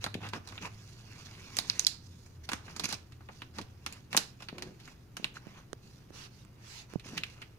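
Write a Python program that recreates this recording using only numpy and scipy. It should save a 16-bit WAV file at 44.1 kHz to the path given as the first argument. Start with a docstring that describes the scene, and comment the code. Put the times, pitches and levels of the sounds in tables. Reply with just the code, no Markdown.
"""Fabric rustles and glue snaps over a low drone and room rumble: hands peel a sticky sheet off a wall and smooth
it down again, close to a hand-held phone in a small room. Snaps and rustle are shaped noise bursts and clicks,
gliding palms are swelling hiss, ticks are short rings, and knocks on the phone are pushes sinking in pitch.
Sheet sounds stir the room and reach two unlike microphones; drone, hum and groan are wavering sines."""
import sys
import numpy as np
from scipy import signal
from scipy.io import wavfile
from scipy.ndimage import uniform_filter1d

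SR = 44100
rng = np.random.default_rng(int(sys.argv[2]) if len(sys.argv) > 2 else 0)


def unload_audio(sound):
    """Save the sound as a 16-bit wav file, at the path given as the first command line argument."""
    columns = np.transpose(np.atleast_2d(sound))
    # keep every value between -1 and 1, then stretch to whole-number steps
    steps = np.round(np.clip(columns, -1, 1) * 32767)
    wavfile.write(sys.argv[1], SR, steps.astype(np.int16))


def field_ratio(decibels):
    """Amplitude ratio for a level in dB (20 dB per decade); scalars and array-likes work."""
    return 10 ** (np.asarray(decibels, dtype=float) / 20)


N = 334278  # length [samples]
HZ = np.fft.rfftfreq(1024, 1 / SR)  # frequency grid of the colouring filters


def evened(x):
    """Scales to rms 1."""
    return x / np.sqrt(np.mean(x ** 2) + 1e-20)


def read(points, hz):
    """Reads a spectrum table on a log frequency axis."""
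    f, value = np.transpose(points)
    return np.interp(np.log(hz + 1), np.log(f + 1), value)


def add(mix, s, sound):
    """Mixes a sound in at time s, cutting it at the end of the mix."""
    part = mix[..., round(s * SR):][..., :sound.shape[-1]]
    part += sound[..., :part.shape[-1]]


def coloured(x, gain):
    """Causal minimum-phase filter with the gains given on the HZ grid."""
    log_gain = np.log(np.maximum(gain, 1e-5))
    circle = np.r_[log_gain, log_gain[-2:0:-1]]
    taps = np.fft.ifft(np.exp(np.conj(signal.hilbert(circle)))).real
    return signal.oaconvolve(x, taps[:len(gain)])[:len(x)]


def sounded(channels, shape):
    """Sends every channel through one spectrum table."""
    return np.array([coloured(c, field_ratio(read(shape, HZ))) for c in channels])


def wander(rate_hz):
    """Slow chance: random points of rms 1, rate_hz of them a second, joined by straight lines."""
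    t = np.arange(N) / SR
    knots = rng.standard_normal(int(N / SR * rate_hz) + 3)
    return np.interp(t * rate_hz, np.arange(len(knots)), knots)


PATCH_DB = 2.5  # rms depth of the patches


def patchy(x):
    """Folds of the sheet colour it in random patches, some hundred Hz wide and a few tens of ms long."""
    z = signal.stft(x, nperseg=512)[2]
    patches = rng.standard_normal(z.shape[1:])
    patches = uniform_filter1d(patches, size=4, axis=0)
    patches = evened(uniform_filter1d(patches, size=8, axis=1))
    return signal.istft(z * field_ratio(PATCH_DB * patches), nperseg=512)[1][:, :N]


# Spectrum of the background, scaled as a whole afterwards: (frequency [Hz], relative density [dB per Hz])
FLOOR_SPECTRUM = [(12, -41), (20, -2), (43, -0.5), (117, 6), (289, -7.5), (361, -7), (560, -17),
                  (888, -18.5), (1430, -21.5), (1840, -25.5), (6000, -37.5), (7950, -38), (15200, -34),
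                  (16500, -54)]
# Likeness of the two channels of the background: (frequency [Hz], correlation [0-1])
FLOOR_LIKENESS = [(60, 0.97), (240, 0.9), (950, 0.0143), (3770, 0.73), (15000, 0.092)]
FLOOR_DB = -55.5  # rms


def floor():
    """Room rumble, alike in both microphones, and their own hiss: noise built from random spectra."""
    frames, hz = N // 512 + 5, np.fft.rfftfreq(2048, 1 / SR)
    a, b, c, d = rng.standard_normal((frames, 1025, 4)).T
    same = np.clip(read(FLOOR_LIKENESS, hz), -1, 1)[:, None]
    left = a + 1j * b
    right = same * left + np.sqrt(1 - same ** 2) * (c + 1j * d)
    z = np.array([left, right]) * field_ratio(read(FLOOR_SPECTRUM, hz))[:, None]
    noise = signal.istft(z, nperseg=2048, noverlap=1536)[1][:, :N]
    return field_ratio(FLOOR_DB) * evened(noise)


# Course of the drone, silent after the last point: (time [s], frequency [Hz], rms level [dB])
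DRONE_COURSE = [(0.0, 97.9, -50), (1.68, 102.5, -61.5), (2.061, 84.2, -56.5), (4.001, 87.14, -59.5)]
# One brief low tone: (start [s], end [s], frequency [Hz], rms level [dB])
GROAN_TONE = (4.52, 4.74, 362, -59)
HUM_HZ, HUM_DB = 119.1, -62  # level is rms
WAVER_DB, WAVER_PER_S = 3, 24  # scale and rate of the level's random wavering


def tones():
    """A drone that drifts in pitch, the mains hum and one brief groan: sines wavering in level and pitch."""
    t = np.arange(N) / SR
    s, hz, db = np.transpose(DRONE_COURSE)
    waver_db = [WAVER_DB * np.clip(wander(WAVER_PER_S), -2, 2) for _ in range(3)]
    drone_turns = np.cumsum(np.interp(t, s, hz) + 5.44 * wander(14)) / SR
    drone_level = field_ratio(np.interp(t, s, db, right=-99) + waver_db[0])
    drone = drone_level * np.sin(2 * np.pi * drone_turns)
    hum_turns = np.cumsum(HUM_HZ + 2.34 * wander(11)) / SR
    hum = field_ratio(HUM_DB + waver_db[1]) * np.sin(2 * np.pi * hum_turns)
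    start, end, groan_hz, groan_db = GROAN_TONE
    gate = uniform_filter1d(1. * (t > start) * (t < end), 900)
    groan_turns = np.cumsum(groan_hz + 4.9 * wander(25)) / SR
    groan = gate * field_ratio(groan_db + 2 * waver_db[2]) * np.sin(2 * np.pi * groan_turns)
    return np.sqrt(2) * (drone + hum + groan)  # sqrt(2) makes the levels rms


# Decay of the room: (frequency [Hz], time to fall 60 dB [s])
ROOM_DECAY = [(250, 0.33), (1000, 0.32), (4000, 0.29), (12000, 0.19)]
ROOM_DB = -11  # level of the tails


def room(x):
    """Four sparse tails, fed in quick turns so that echoes stay smooth and unalike; each band dies at its own speed."""
    taps = np.zeros((4, 2, SR // 2))
    # one echo of random sign in every ten samples
    at = np.arange(120, SR // 2 - 20, 10) + rng.integers(0, 10, (4, 2, (SR // 2 - 131) // 10))
    np.put_along_axis(taps, at, rng.choice([-1., 1.], at.shape), 2)
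    hz, t, z = signal.stft(taps, SR, nperseg=256)
    decay = field_ratio(-60 * t / read(ROOM_DECAY, hz)[:, None])
    tails = signal.istft(z * decay, SR, nperseg=256)[1]
    tails = tails / np.linalg.norm(tails[0, 0])
    turn = 2 * np.pi * np.arange(N) / SR * np.array([[83], [227]])  # Hz
    fed = x.mean(0) * np.r_[np.cos(turn), np.sin(turn)] / np.sqrt(2)
    return field_ratio(ROOM_DB) * signal.oaconvolve(fed[:, None], tails, axes=2).sum(0)[:, :N]


# Palms gliding flat over the fabric:
# (start [s], end [s], level [dB], brightness [dB per octave], share spent pressing in [0-1])
PALM_GLIDES = [(6.11, 6.299, -52, -0.5, 0.25), (6.271, 6.473, -66, 2, 0.36),
               (6.549, 6.878, -50.5, 0.6, 0.63)]
# Spectrum of skin on the weave, before brightness tilts it: (frequency [Hz], relative density [dB per Hz])
SKIN_SPECTRUM = [(500, -8), (1100, -6.5), (2400, -3.5), (4000, -2), (6200, -7.5), (8200, -14.5),
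                 (11000, -20), (15500, -28)]
LIFT_SHARE = 0.28  # part of a glide spent lifting off


def glides():
    """Fine, even hiss of skin on the weave: dull while the palm presses in, brightest at full pressure."""
    out = np.zeros((2, N))
    for start, end, db, tilt_db, press_share in PALM_GLIDES:
        shape = [(hz, level + tilt_db * np.log2(hz / 3000)) for hz, level in SKIN_SPECTRUM]
        u = np.linspace(0, 1, round((end - start) * SR))
        ramps = np.minimum(u / press_share, (1 - u) / LIFT_SHARE)
        swell = np.sin(np.pi / 2 * np.clip(ramps, 0, 1))
        hiss = evened(sounded(rng.standard_normal((2, len(u))), shape))
        dull = uniform_filter1d(uniform_filter1d(hiss, size=9), size=9)
        add(out, start, field_ratio(db) * swell * (dull + swell ** 2 * (hiss - dull)))
    return out


SWELL_SHARE = 0.66  # part of a stroke spent swelling and fading


def stroke(start, end):
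    """Power of a stroke: swells, holds, fades."""
    return signal.windows.tukey(round((end - start) * SR), SWELL_SHARE) ** 2


FLAP_PER_BRIGHT = 1.05  # dB that flap and wall lose for each dB of brightness
WEAVE_OVER_DB, WALL_OVER_DB = 1.5, 0.5  # how far weave and wall stand over the level


def layered(db, bright_db):
    """Power of weave, crackle, flap and wall: brightness lifts the crackle and lowers flap and wall."""
    loss_db = FLAP_PER_BRIGHT * bright_db
    over_db = np.array([[WEAVE_OVER_DB], [bright_db], [-loss_db], [WALL_OVER_DB - loss_db]])
    return field_ratio(db + over_db) ** 2


# Spectra of the sheet's weave, its crackle, its flapping and the wall behind it, shared with the snaps:
# each (frequency [Hz], relative density [dB per Hz])
WEAVE_SPECTRUM = [(700, -35), (1500, -0.5), (2500, 2), (3400, -0.5), (6000, -36)]
CRACKLE_SPECTRUM = [(2000, -49.5), (3300, 1), (4300, 2), (6000, -3.5), (7000, -3), (8200, -3),
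                    (11000, -6.5), (15500, -21)]
FLAP_SPECTRUM = [(200, -28), (500, -3), (1000, 7.5), (1500, 4), (2500, -8.5), (5000, -79)]
WALL_SPECTRUM = [(60, -43.5), (150, 4.5), (300, -1), (450, -6), (900, -20), (2500, -100.5)]
# Rubbing gathers the crackle in a narrower band: (frequency [Hz], added gain [dB])
RUBBED_GAIN = [(4200, 2), (6000, 4), (8500, -3.5), (15000, 0)]
# Strokes of the hands over the sheet: (start [s], end [s], level [dB], brightness [dB])
HAND_STROKES = [(0, 0.075, -56, 1.5), (0.197, 0.302, -53, -5.5), (0.319, 0.394, -50.5, -4.5),
                (0.422, 0.63, -59.5, -1), (0.599, 0.69, -48.5, -1.5), (0.6, 1.14, -68.5, 5),
                (0.914, 1.695, -62, 1.5), (1.387, 2.028, -57, 2), (1.88, 2.41, -86, 19.5),
                (2.429, 2.463, -64, 7), (2.438, 2.657, -64.5, -2), (2.592, 2.913, -59.5, -0.5),
                (2.832, 2.871, -41.5, 4), (2.871, 2.964, -49, 2.5), (3.283, 3.47, -70.5, 5.5),
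                (3.526, 3.63, -62.5, 1), (3.812, 4.04, -64, 0), (4.09, 4.25, -55.5, 2),
                (4.167, 4.323, -78, 18), (4.383, 4.468, -64.5, 1), (4.47, 4.797, -67, -1.5),
                (4.77, 4.96, -65.5, 2), (5.176, 5.303, -68, 1), (5.341, 5.392, -57, 0.5),
                (5.366, 5.678, -66.5, -2.5), (5.78, 6.04, -74, 6), (6.88, 6.975, -65, 0),
                (7.004, 7.235, -58.5, 1), (7.164, 7.186, -48.5, 0.5), (7.2, 7.395, -68, 2),
                (7.34, 7.47, -68.5, -3)]
# A hand leaning into the wall rumbles in it: (start [s], end [s], level [dB])
WALL_LEANS = [(0.128, 0.208, -46.5), (2.78, 2.85, -50), (3.562, 3.636, -45), (4.487, 4.762, -50.5),
              (5.177, 5.3, -62), (7.05, 7.26, -51.5)]
IDLE_DB, IDLE_BRIGHT_DB = -77.5, 2  # the held sheet is never quite still


def rustle():
    """Dense tiny clicks of uneven size, in clumps, spread over the sheet; the wall answers with an even rumble."""
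    power = layered(IDLE_DB, IDLE_BRIGHT_DB) * np.ones(N)
    for start, end, db, bright_db in HAND_STROKES:
        add(power, start, layered(db, bright_db) * stroke(start, end))
    for start, end, db in WALL_LEANS:
        add(power[-1], start, field_ratio(db) ** 2 * stroke(start, end))
    clumps_db = 2.04 * wander(90) + 0.36 * wander(30)
    rubbed = [(hz, db + read(RUBBED_GAIN, hz)) for hz, db in CRACKLE_SPECTRUM]
    # spectrum, clicks a second, level of the channels' unlike part relative to their common part
    layers = ((WEAVE_SPECTRUM, 4000, .7), (rubbed, 7000, .7), (FLAP_SPECTRUM, 2000, .5))
    out = 0
    for level, (shape, per_s, spread) in zip(np.sqrt(power), layers):
        size = field_ratio(2.12 * np.minimum(rng.exponential(1, N), 5) + clumps_db)
        size = size * (rng.random(N) < per_s / SR)
        clicks = size * (rng.standard_normal(N) + spread * rng.standard_normal((2, N)))
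        out = out + level * evened(sounded(clicks, shape))
    rumble = sounded(rng.standard_normal(N) + 0.2 * rng.standard_normal((2, N)), WALL_SPECTRUM)
    return patchy(out) + np.sqrt(power[-1]) * evened(rumble)


# Knocks on the phone, most near its right microphone:
# (time [s], peak of the push [dB], settled pitch [Hz], click over the push [dB], left over right [dB])
PHONE_BUMPS = [(0.153, -26.5, 180, -38, 2.5), (4.528, -33, 189, -35, 3), (5.198, -49, 207, -32, -32),
               (5.228, -42, 202, -20, 6), (5.469, -43, 167, -15.5, -22.5), (5.731, -37, 382, -10.5, -26.5),
               (6.105, -47.5, 312, -20, -21), (6.45, -67, 166, 7, -21), (6.9367, -41.5, 312, -8.5, -19),
               (6.957, -31, 161, -44, -27.5), (7.059, -40, 189, -28, 1), (7.134, -37.5, 210, -28, 0)]
# a knock starts this many times higher and sinks to its pitch; times in cycles of that pitch
START_TIMES, SINK_CYCLES, RISE_CYCLES, FADE_CYCLES = 4.6, 0.14, 0.13, 0.65
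# the click also sweeps down through the phone's shell; level over the click's
ZING_HZ, ZING_SINK_MS, ZING_MS, ZING_DB = 5000, 0.784, 1, 2


def bumps():
    """A push of a cycle or two that sinks in pitch, with a click, carried through the phone's body with no room."""
    out, t = np.zeros((2, N)), np.arange(1800) / SR
    noises = rng.standard_normal((len(PHONE_BUMPS), 1800))
    for (s, db, hz, click_db, pan_db), noise in zip(PHONE_BUMPS, noises):
        u = t * hz
        turns = u + (START_TIMES - 1) * SINK_CYCLES * (1 - np.exp(-u / SINK_CYCLES))
        swell = (1 - np.exp(-(u / RISE_CYCLES) ** 2)) * np.exp(-u / FADE_CYCLES)
        push = -np.sin(2 * np.pi * turns) * swell
        click = 2.8 * field_ratio(click_db) * uniform_filter1d(noise, size=3) * np.exp(-t / 0.0006)
        sweep = ZING_HZ * ZING_SINK_MS / 1000 * (1 - np.exp(-t * 1000 / ZING_SINK_MS))
        life = t * 1000 / ZING_MS
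        click += field_ratio(click_db + ZING_DB) * np.sin(2 * np.pi * sweep) * life * np.exp(1 - life ** 2)
        sides = field_ratio(db + np.array([[pan_db / 2], [-pan_db / 2]]))
        add(out, s, sides * (push / abs(push).max() + click))
    return out


# Short high rings: single threads parting, or the bright treble edge of a hard snap:
# (time [s], peak level [dB], pitch [Hz])
SHORT_RINGS = [(1.5875, -14.5, 4700), (1.6987, -11.5, 4570), (1.7947, -12, 6400), (1.8486, -18.5, 5000),
               (1.8683, -12, 4750), (2.8424, -25, 5800), (2.8557, -22, 6300), (2.901, -33, 6100),
               (2.942, -27, 5140), (4.167, -11.5, 10000), (4.1754, -15, 12500), (5.2435, -18.5, 2830),
               (5.3692, -32, 1460), (7.2355, -27, 2460)]
TICK_RISE_CYCLES, TICK_FADE_CYCLES = 1.5, 1.7


def ticks():
    """Each tick is a sine of a few cycles that swells and dies at once."""
    out, t = np.zeros((2, N)), np.arange(800) / SR
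    for s, db, hz in SHORT_RINGS:
        u = t * hz
        swell = (1 - np.exp(-u / TICK_RISE_CYCLES)) * np.exp(-u / TICK_FADE_CYCLES)
        ring = np.sin(2 * np.pi * u) * swell
        add(out, s, field_ratio(db) * ring / abs(ring).max())
    return out


# a hard snap is over quickest, weaker ones tear longer: time to fall about 5 dB, and what each dB below hard adds
SHORTEST_MS, HARD_DB, MS_PER_DB = 3.3, -22.5, 0.11
CRACK_DB, FIRST_DB, FIRST_MS = 13, 5.5, 1.17  # the first thread cracks alone, then a brief flurry
RING_HZ, RING_WIDTH_HZ, RING_DB = 4700, 2060, 6  # resonance of the freed patch, before tautness shifts it
SCATTER = 1  # level of each thread's unlike part in the two microphones, relative to its common part


def snap(db, flap_db, crackle_db, semitones, chance):
    """One glue thread cracks and a quick run of others follows; those reach each microphone by other paths."""
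    t = np.arange(len(chance)) / SR
    ms = SHORTEST_MS + MS_PER_DB * max(HARD_DB - db - max(crackle_db, flap_db, 0), 0)
    size = field_ratio(6.57 * abs(chance[:, 0]) - 8.0 - 4.97 * t / (ms / 1000))
    size *= field_ratio(FIRST_DB * np.exp(-t * 1000 / FIRST_MS))
    threads = size * (chance[:, 1] + SCATTER * chance[:, 2:].T)
    threads[:, 0] = field_ratio(CRACK_DB)
    alike = threads[[0, 0]]  # the wall sounds the same in both microphones
    taut_hz = HZ / 2 ** (semitones / 12)  # a taut sheet sounds higher
    ring = field_ratio(RING_DB / (1 + (2 * (taut_hz - RING_HZ) / RING_WIDTH_HZ) ** 2))
    # the crackle's own spectrum keeps its range
    layers = ((WEAVE_SPECTRUM, 0, taut_hz, threads), (CRACKLE_SPECTRUM, crackle_db, HZ, threads),
              (FLAP_SPECTRUM, flap_db, taut_hz, threads), (WALL_SPECTRUM, flap_db - 9.5, taut_hz, alike))
    out = 0
    for shape, over_db, seen_hz, source in layers:
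        gain = ring * field_ratio(read(shape, seen_hz))
        part = np.array([coloured(c, gain) for c in source])
        out = out + field_ratio(db + over_db) * part / abs(part.mean(0)).max()
    return out


# Glue letting go: (time [s], peak of the weave [dB], flap of the sheet over it [dB], crackle over it [dB],
# shift with the sheet's tautness [semitones])
GLUE_SNAPS = [(0.0412, -31, 0.5, 9.5, -2.2), (0.063, -34.5, 8, 7, -2), (0.142, -28.5, -37, -4.5, 1.5),
              (0.288, -44.5, -4, 6, 1.5), (0.334, -31.5, 4.5, -6, 1.5), (0.4736, -50.5, 3, 13.5, -4),
              (0.4883, -57, -5, 18.5, -1), (0.523, -47.5, 6.5, -22, 1.5), (0.578, -31, -12, -21, 0.5),
              (1.5684, -24.5, -11.5, 6.5, 5), (1.5867, -25.5, -3, 8, -2.5), (1.6988, -27, -17, -0.5, 1),
              (1.7942, -24.5, -13, 10, 4.5), (1.8018, -45, -13, 18, 2), (1.867, -32, -8.5, 20, 0),
              (2.261, -51.5, -4, 5, 6), (2.4897, -31.5, 0.5, -0.5, -1), (2.517, -29.5, 2.5, -1, 6.5),
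              (2.5327, -20.5, -3.5, 0.5, 4.5), (2.6805, -55, 13, -20, 3), (2.7634, -49.5, 12, 16.5, 4.5),
              (2.796, -37.5, 3.5, 10.5, 0), (2.837, -30, -7, -3, 5.5), (2.8895, -36, 1.5, 8, 6.5),
              (2.9258, -36.5, 1.5, 7.5, -2.3), (3.121, -51, -16, -0.5, -3), (3.207, -61, 14.5, -14.5, 0),
              (3.2878, -43, 4.5, -14, -2), (3.419, -32.5, -3, -12.5, 0.5), (3.5848, -39, 7.5, 7, -1.5),
              (3.6136, -38, -12, -2, 3), (3.863, -27.5, -5.5, -1, 3), (3.925, -33, -24, 1, 8.5),
              (4.1292, -26.5, -8.5, -4, -5.5), (4.147, -29, 7, -10.5, -1), (4.1665, -18.5, -8.5, 5, 5.5),
              (4.174, -21.5, 0, 9, 1), (4.4041, -45.5, -1, -2, 0), (4.4223, -42.5, 0.5, 2, 0),
              (4.4857, -33.5, -4.5, -10.5, 5), (4.582, -37, -2.5, -5, 0), (4.6226, -34, -2, 3.5, -2),
              (4.8, -51, -13, 3.5, -1.5), (4.8766, -50, 8.5, 2, 7), (5.1679, -35.5, 0, 3, 4),
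              (5.2434, -24, -8, -5.5, 3), (5.341, -52, -3, 4, 7), (6.9967, -42.5, -13, -4, 2.5),
              (7.1777, -24.5, -16, -5, -0.2), (7.2352, -23.5, -15.5, -10.5, 3), (7.2992, -52, -14, 2, 1),
              (7.4175, -38.5, -18, -7, -1), (7.4233, -37.5, -12, -7, -2)]


def snaps():
    """Lays out every snap, each with its own random run of threads."""
    out, chance = np.zeros((2, N)), rng.standard_normal((len(GLUE_SNAPS), 2600, 4))
    for (s, *row), draw in zip(GLUE_SNAPS, chance):
        add(out, s, snap(*row, draw))
    return out


# Colour of the phone's shell on all sheet sounds: (frequency [Hz], gain [dB])
SHELL_COLOUR = [(2100, -0.5), (2750, 2.5), (3200, -3.5), (4100, -0.5)]
# The two microphone ports hear unlike: (frequency [Hz], left over right [dB])
PORT_BALANCE = [(60, -1), (330, 0), (500, -4.5), (1790, -0.5), (2740, -2), (4190, -10), (6410, -16),
                (9810, 8.5), (15000, -0.5)]
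LEAD_MS = .14  # sound reaches the left microphone first
TICK_ROOM_DB = -6.5  # ticks point at the phone and stir the room less


def scene():
    """Sheet sounds pass the room and the unlike microphone ports; the rest is added at the phone."""
    sheet = snaps() + rustle() + patchy(glides())
    single = ticks()
    echoes = room(sheet + field_ratio(TICK_ROOM_DB) * single)
    left, right = sounded(sheet + single + echoes, SHELL_COLOUR)
    half_db = read(PORT_BALANCE, HZ) / 2
    early = coloured(left, field_ratio(half_db))
    late = np.roll(coloured(right, field_ratio(-half_db)), round(LEAD_MS * SR / 1000))
    return np.array([early, late]) + bumps() + tones() + floor()


def low_pass(x):
    """Removes everything above the highest recorded frequency."""
    return signal.sosfilt(signal.butter(12, 16680, fs=SR, output="sos"), x)


def record(dry):
    """The phone's band limit: a steep low-pass takes away the top treble."""
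    edge = signal.firwin(255, 15900, window=("kaiser", 8), fs=SR)  # Hz
    mix = signal.oaconvolve(dry, edge[None], "same")
    return low_pass(mix)


dry = scene()
out = record(dry)
unload_audio(out)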